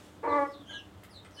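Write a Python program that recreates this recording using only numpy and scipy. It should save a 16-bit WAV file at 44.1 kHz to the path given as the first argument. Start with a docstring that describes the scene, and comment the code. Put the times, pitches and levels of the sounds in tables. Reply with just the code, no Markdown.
"""Chickens in a small brick coop, over a low rumble, rustling litter and a faint hum.
A light tap, then a hen gives one drawn-out cluck: her voice pulses unevenly in a rasp and clears into a
steady nasal note. Young birds peep further off in mostly falling whistles; after the cluck one holds a
long cheep while a nearer bird squeaks. Three soft thumps pass underneath. Towards the end beaks and feet
tap on the feeders and the floor among the last peeps. The bare walls ring briefly after calls and taps."""
import sys
import numpy as np
from scipy import signal
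from scipy.fft import rfft, irfft, next_fast_len
from scipy.io import wavfile
from scipy.ndimage import uniform_filter1d

SR = 44100
rng = np.random.default_rng(int(sys.argv[2]) if len(sys.argv) > 2 else 0)


def master(y):
    """Save y as 16-bit WAV."""
    cut = np.clip(np.atleast_2d(y).T, -1, 1)
    pcm = np.round(cut * 32767)  # scale
    wavfile.write(sys.argv[1], SR, pcm.astype(np.int16))


N = 61739
TIME = np.arange(N) / SR


def from_db(db):
    """Decibels to gain."""
    return 10 ** (np.asarray(db) / 20)


def rms_one(x):
    """Scale to unit power."""
    return x / np.sqrt(np.mean(x ** 2) + 1e-20)


def curve(rows, column):
    """One column of a table as an automation curve over time."""
    rows = np.array(rows)
    return np.interp(TIME, rows[:, 0], rows[:, column])


def loudness(rows):
    """A fader riding the table's last column, silent outside its span."""
    inside = (TIME >= rows[0][0]) & (TIME <= rows[-1][0])
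    return from_db(curve(rows, -1)) * uniform_filter1d(inside * 1., size=128)


def at_hz(points, hz, column=1):
    """Read a table on a log-frequency axis."""
    points = np.array(points)
    return np.interp(np.log(hz + 1), np.log(points[:, 0]), points[:, column])


def drift(rate_hz):
    """Smooth random modulation of unit power."""
    r = np.exp(-2 * np.pi * rate_hz / SR)
    return rms_one(signal.lfilter([1], [1, -2 * r, r * r], rng.standard_normal(2 * N))[N:])


def colour(x, points, column=1):
    """Minimum-phase EQ along a table's curve; the result has unit power."""
    size = 2 * next_fast_len(N)
    gain = from_db(at_hz(points, np.fft.rfftfreq(size, 1 / SR), column))
    cepstrum = irfft(np.log(gain))
    cepstrum[1:size // 2] *= 2
    cepstrum[size // 2 + 1:] = 0
    return rms_one(irfft(rfft(x, size) * np.exp(rfft(cepstrum)))[:N])


def band(x, low, high, order=2):
    """Butterworth band-pass."""
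    sos = signal.butter(order, [low, min(high, SR * .45)], "band", fs=SR, output="sos")
    return signal.sosfilt(sos, x)


def pulses(hz):
    """One click per cycle, shared between neighbouring samples."""
    turns = np.cumsum(hz) / SR
    at = np.interp(np.arange(1, int(turns[-1])), turns, np.arange(N))
    whole = at.astype(int)
    return np.bincount(whole, 1 - at % 1, N + 1)[:N] + np.bincount(whole + 1, at % 1, N + 1)[:N]


def resonance(x, hz, width_hz):
    """Two-pole resonance with gain 1 at its peak."""
    r = np.exp(-np.pi * width_hz / SR)
    feedback = [1, -2 * r * np.cos(2 * np.pi * hz / SR), r * r]
    return signal.lfilter(np.array([1, 0, -1]) * (1 - r * r) / 2, feedback, x + 1e-18)


def tone(hz, wobble, overtones_db=()):
    """A sine with optional overtones, its pitch wavering by the fraction `wobble`."""
    phase = 2 * np.pi * np.cumsum(hz * (1 + wobble * drift(101.4))) / SR
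    return np.sqrt(2) * sum(from_db(db) * np.sin(k * phase) for k, db in enumerate([0, *overtones_db], 1))


# The rumble's EQ. Each row: frequency in Hz, relative level in dB.
RUMBLE_EQ = [(25, -38), (45, -12.5), (65, 0.5), (95, 4.5), (135, -4), (190, -3.5), (260, -3.5), (420, -6.5),
             (700, -9.5), (1200, -13.5), (1700, -17), (2400, -24), (3400, -21), (4600, -30), (8000, -38),
             (16000, -37.5)]
# Fader of the background hiss: rustling litter, plus a brief bright swell at the height of the
# hen's note. Each row: time in seconds, level in dB.
HISS_LEVEL = [(0, -59.5), (.1, -63.5), (.2, -70), (.4, -61.5), (.55, -69), (1.0, -70), (1.4, -70.5)]
# The hiss's EQ. Each row: frequency in Hz, relative level in dB.
HISS_EQ = [(300, -12), (1000, -0.5), (3300, -1), (5000, -5.5), (8000, -4.5), (15000, -20.5)]
# The tones of the hum. Each row: frequency in Hz, level in dB.
HUM_TONES = [(96, -67.5), (189, -69.5), (299, -66), (598, -72)]


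def background():
    """The bed: a low noise rumble, a flickering hiss and a wavering hum."""
    rumble = from_db(-55) * colour(rng.standard_normal(N), RUMBLE_EQ)
    hiss_db = curve(HISS_LEVEL, 1) + 1.2 * drift(40)
    hiss = from_db(hiss_db) * colour(rng.standard_normal(N), HISS_EQ)
    hum = sum(from_db(db + 3 * drift(10)) * tone(hz, wobble=.013) for hz, db in HUM_TONES)
    return rumble + hiss + hum


# Soft low thumps. Each row: start in seconds, level in dB.
THUMPS = [(.29, -52), (.685, -67), (.95, -52.5)]


def thumps(hz=89.7, length_s=.052):
    """Each thump is a few cycles of a low tone, swelling and fading."""
    out = np.zeros(N)
    for start, db in THUMPS:
        age = TIME - start
        swell = np.sin(np.pi * np.clip(age / length_s, 0, 1))
        out += np.sqrt(2) * from_db(db) * swell * np.sin(2 * np.pi * hz * age)
    return out


# The coop's reverb time. Each row: frequency in Hz, seconds to fall 60 dB.
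COOP_T60 = [(200, 0.47), (290, .68), (570, 0.19), (860, 0.29), (1150, 0.4), (1700, 0.26), (3000, 0.21),
            (4000, 0.23), (8000, 0.14), (16000, 0.16)]


def coop(send, predelay_s=.0055):
    """Diffuse ring of the brick walls, dying band by band."""
    edges_hz = np.geomspace(120, 18000, 15)
    tail = np.zeros(N)
    for low, high in zip(edges_hz, edges_hz[1:]):
        t60 = at_hz(COOP_T60, np.sqrt(low * high))
        tail += band(rng.standard_normal(N), low, high, order=3) * from_db(-60 * TIME / t60)
    tail *= TIME > predelay_s
    midrange_power = np.mean(np.abs(rfft(tail)[N // 100:N // 10]) ** 2)
    return signal.fftconvolve(send, tail / np.sqrt(midrange_power))[:N]


# Pecks and steps. Each row: start in seconds, level in dB, centre in Hz, width in octaves,
# seconds to fall 60 dB.
TAPS = [(0.141, -53, 233.5, 0.73, 0.041), (0.708, -41, 614, 2.34, 0.023), (1.034, -49.5, 1800, 0.87, 0.035),
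        (1.036, -53, 6970, 3.6, 0.03), (1.0365, -79, 14800, 0.27, 0.035), (1.083, -53.5, 1570, .4, 0.019),
        (1.2483, -48, 1930, 1.66, 0.019), (1.247, -64, 8500, 0.17, .08), (1.254, -52.5, 2330, 0.52, 0.023),
        (1.31, -54, 5000, 1.7, 0.0064)]


def taps(attack_s=.00054):
    """Beaks and feet knock on feeders and floor: short bursts of dull or bright noise."""
    out = np.zeros(N)
    for start, db, hz, octaves, t60 in TAPS:
        age = np.maximum(TIME - start, 0)
        spread = 2 ** (octaves / 2)
        grit = rms_one(band(rng.standard_normal(N), hz / spread, hz * spread))
        out += grit * np.minimum(age / attack_s, 1) * from_db(db - 60 * np.minimum(age / t60, 2))
    return out


# One long arching cheep. Each row: time in seconds, pitch in Hz, level in dB before the mix.
CHEEP = [(.652, 2624, -63), (.668, 3100, -54), (.70, 3370, -45), (.73, 3226, -51), (.755, 3067, -47),
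         (.79, 2710, -52), (.805, 2590, -67)]
# Its second and third harmonics, in dB relative to the first.
CHEEP_OVERTONES_DB = [-12, -24.5]
# Short peeps. Each row: start in seconds, length in seconds, first and last pitch in Hz,
# level in dB before the mix, overtone in relative dB.
PEEPS = [(0.265, .065, 4450, 3365, -53.5, -19), (0.452, 0.08, 5300, 5220, -66, -27),
         (0.511, .045, 4800, 3454, -50.5, -34), (0.552, .08, 4120, 3220, -58, -36),
         (0.669, 0.1, 3118, 2968, -43.5, -21.5), (0.717, 0.049, 4326, 3153, -44, -19),
         (0.756, 0.038, 3134, 2803, -42.5, -43), (1.085, .05, 5370, 4600, -57, -5),
         (1.116, .07, 4476, 3672, -49, -19), (1.319, 0.063, 6120, 4970, -59.5, -19),
         (1.333, .07, 5215, 3860, -54, -9), (1.363, 0.12, 3011, 3110, -39, -17),
         (1.37, 0.057, 1655, 1770, -44, -7)]


def chicks(wobble=.022, attack_s=.031, release_s=.0085):
    """Young birds whistle one long cheep and a scatter of peeps, most sliding down."""
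    out = loudness(CHEEP) * tone(curve(CHEEP, 1), wobble, CHEEP_OVERTONES_DB)
    for start, length, first_hz, last_hz, db, overtone_db in PEEPS:
        age = TIME - start
        slide = (1 - np.cos(np.pi * np.clip(age / length, 0, 1))) / 2
        pitch = first_hz + (last_hz - first_hz) * slide
        envelope = np.clip(age / attack_s, 0, 1) * np.clip((length - age) / release_s, 0, 1)
        out += from_db(db) * envelope * tone(pitch, wobble, [overtone_db])
    return out


# The squeak's contour. Each row: time in seconds, pitch in Hz, level in dB.
SQUEAK = [(.682, 1560, -79), (.70, 1610, -47), (.715, 1604, -53), (.726, 1630, -61.5), (.745, 1639, -44.5),
          (.772, 1642, -44), (.795, 1674, -60), (.805, 1640, -64)]


def squeak():
    """One thin, nearly pure tone from a nearer bird."""
    return loudness(SQUEAK) * tone(curve(SQUEAK, 1), wobble=.0013)


# The fader of the rasp that opens the cluck. 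Each row: time in seconds, level in dB.
RASP_LEVEL = [(.2295, -57), (.2315, -38), (.246, -31.5), (.28, -30.5), (.298, -37), (.335, -36.5),
              (.36, -36.5), (.39, -54.5), (.44, -53)]
# Its resonances. Each row: centre in Hz, width in Hz, relative gain in dB.
RASP_FORMANTS = [(329.6, 22, -2.5), (471.5, 13, 4.5), (626, 60, -6.5), (772, 41, -9.5), (903, 55, 3),
                 (947, 91, 0.5), (1140, 87, -7.5), (1443, 54, -15.5), (1646, 110, -16), (2060, 70, -19),
                 (2247, 69, -18)]


def hen_rasp(pulse_hz=290, jitter=.35):
    """Irregular pulses of the hen's voice ring in narrow resonances."""
    source = pulses(pulse_hz * np.exp(jitter * drift(202.6)))
    voice = sum((-1) ** k * from_db(db) * resonance(source, hz, width)
                for k, (hz, width, db) in enumerate(RASP_FORMANTS))
    voice = band(voice, 260, 2470, order=4)
    levelled = voice / np.sqrt(uniform_filter1d(voice ** 2, size=700) + 1e-14)
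    return loudness(RASP_LEVEL) * levelled


# The hen's clear note. Each row: time in seconds, pitch in Hz, level in dB.
HEN_NOTE = [(.232, 304.9, -63), (.262, 299.4, -56), (.285, 293.1, -32), (.31, 288.8, -30),
            (.368, 292.1, -24.5), (.392, 281.1, -26.5), (.425, 283.9, -24), (.462, 277.4, -36.5),
            (.53, 285.9, -60.5)]
# Her throat's EQ. Each row: frequency in Hz, relative dB with the beak open, then with it closing.
THROAT_EQ = [(170, -44, -43), (283, -9.5, -7.5), (550, -4, 3.5), (830, -9, 0), (1148, 1.5, -6.5),
             (1550, -29, -16), (1680, -12.5, -13.5), (2070, -14.5, -14), (2260, -18, -22),
             (2510, -44.5, -37.5), (3860, -36, -40.5)]


def hen_note(jitter=.003, shimmer_db=.5, close_at_s=.383, crossfade_s=.0067):
    """Steady pulses through a throat that darkens as the beak closes."""
    pitch = curve(HEN_NOTE, 1) * (1 + jitter * drift(60))
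    source = pulses(pitch) * from_db(shimmer_db * drift(57))
    source = signal.sosfilt(signal.butter(3, 3400, "low", fs=SR, output="sos"), source)
    closing = np.clip((TIME - close_at_s) / crossfade_s + .5, 0, 1)
    bright, dark = colour(source, THROAT_EQ, 1), colour(source, THROAT_EQ, 2)
    return loudness(HEN_NOTE) * ((1 - closing) * bright + closing * dark)


def scene():
    """The mono mix: the hen up front, the young birds set back, all in the same room."""
    hen = hen_note() + hen_rasp()
    young, squeaker, knocks = chicks(), squeak(), taps()
    direct = hen + from_db(-10) * young + squeaker + knocks
    send = from_db(-6.5) * hen + from_db(-3) * young + from_db(-11.5) * squeaker + from_db(4.5) * knocks
    return (direct + coop(send) + thumps() + background())[None]


def record(dry, cutoff_hz=15900):
    """A steep low-pass takes off the very top."""
    return signal.sosfilt(signal.ellip(10, .1, 70, cutoff_hz, fs=SR, output="sos"), dry)


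dry = scene()
out = record(dry)
master(out)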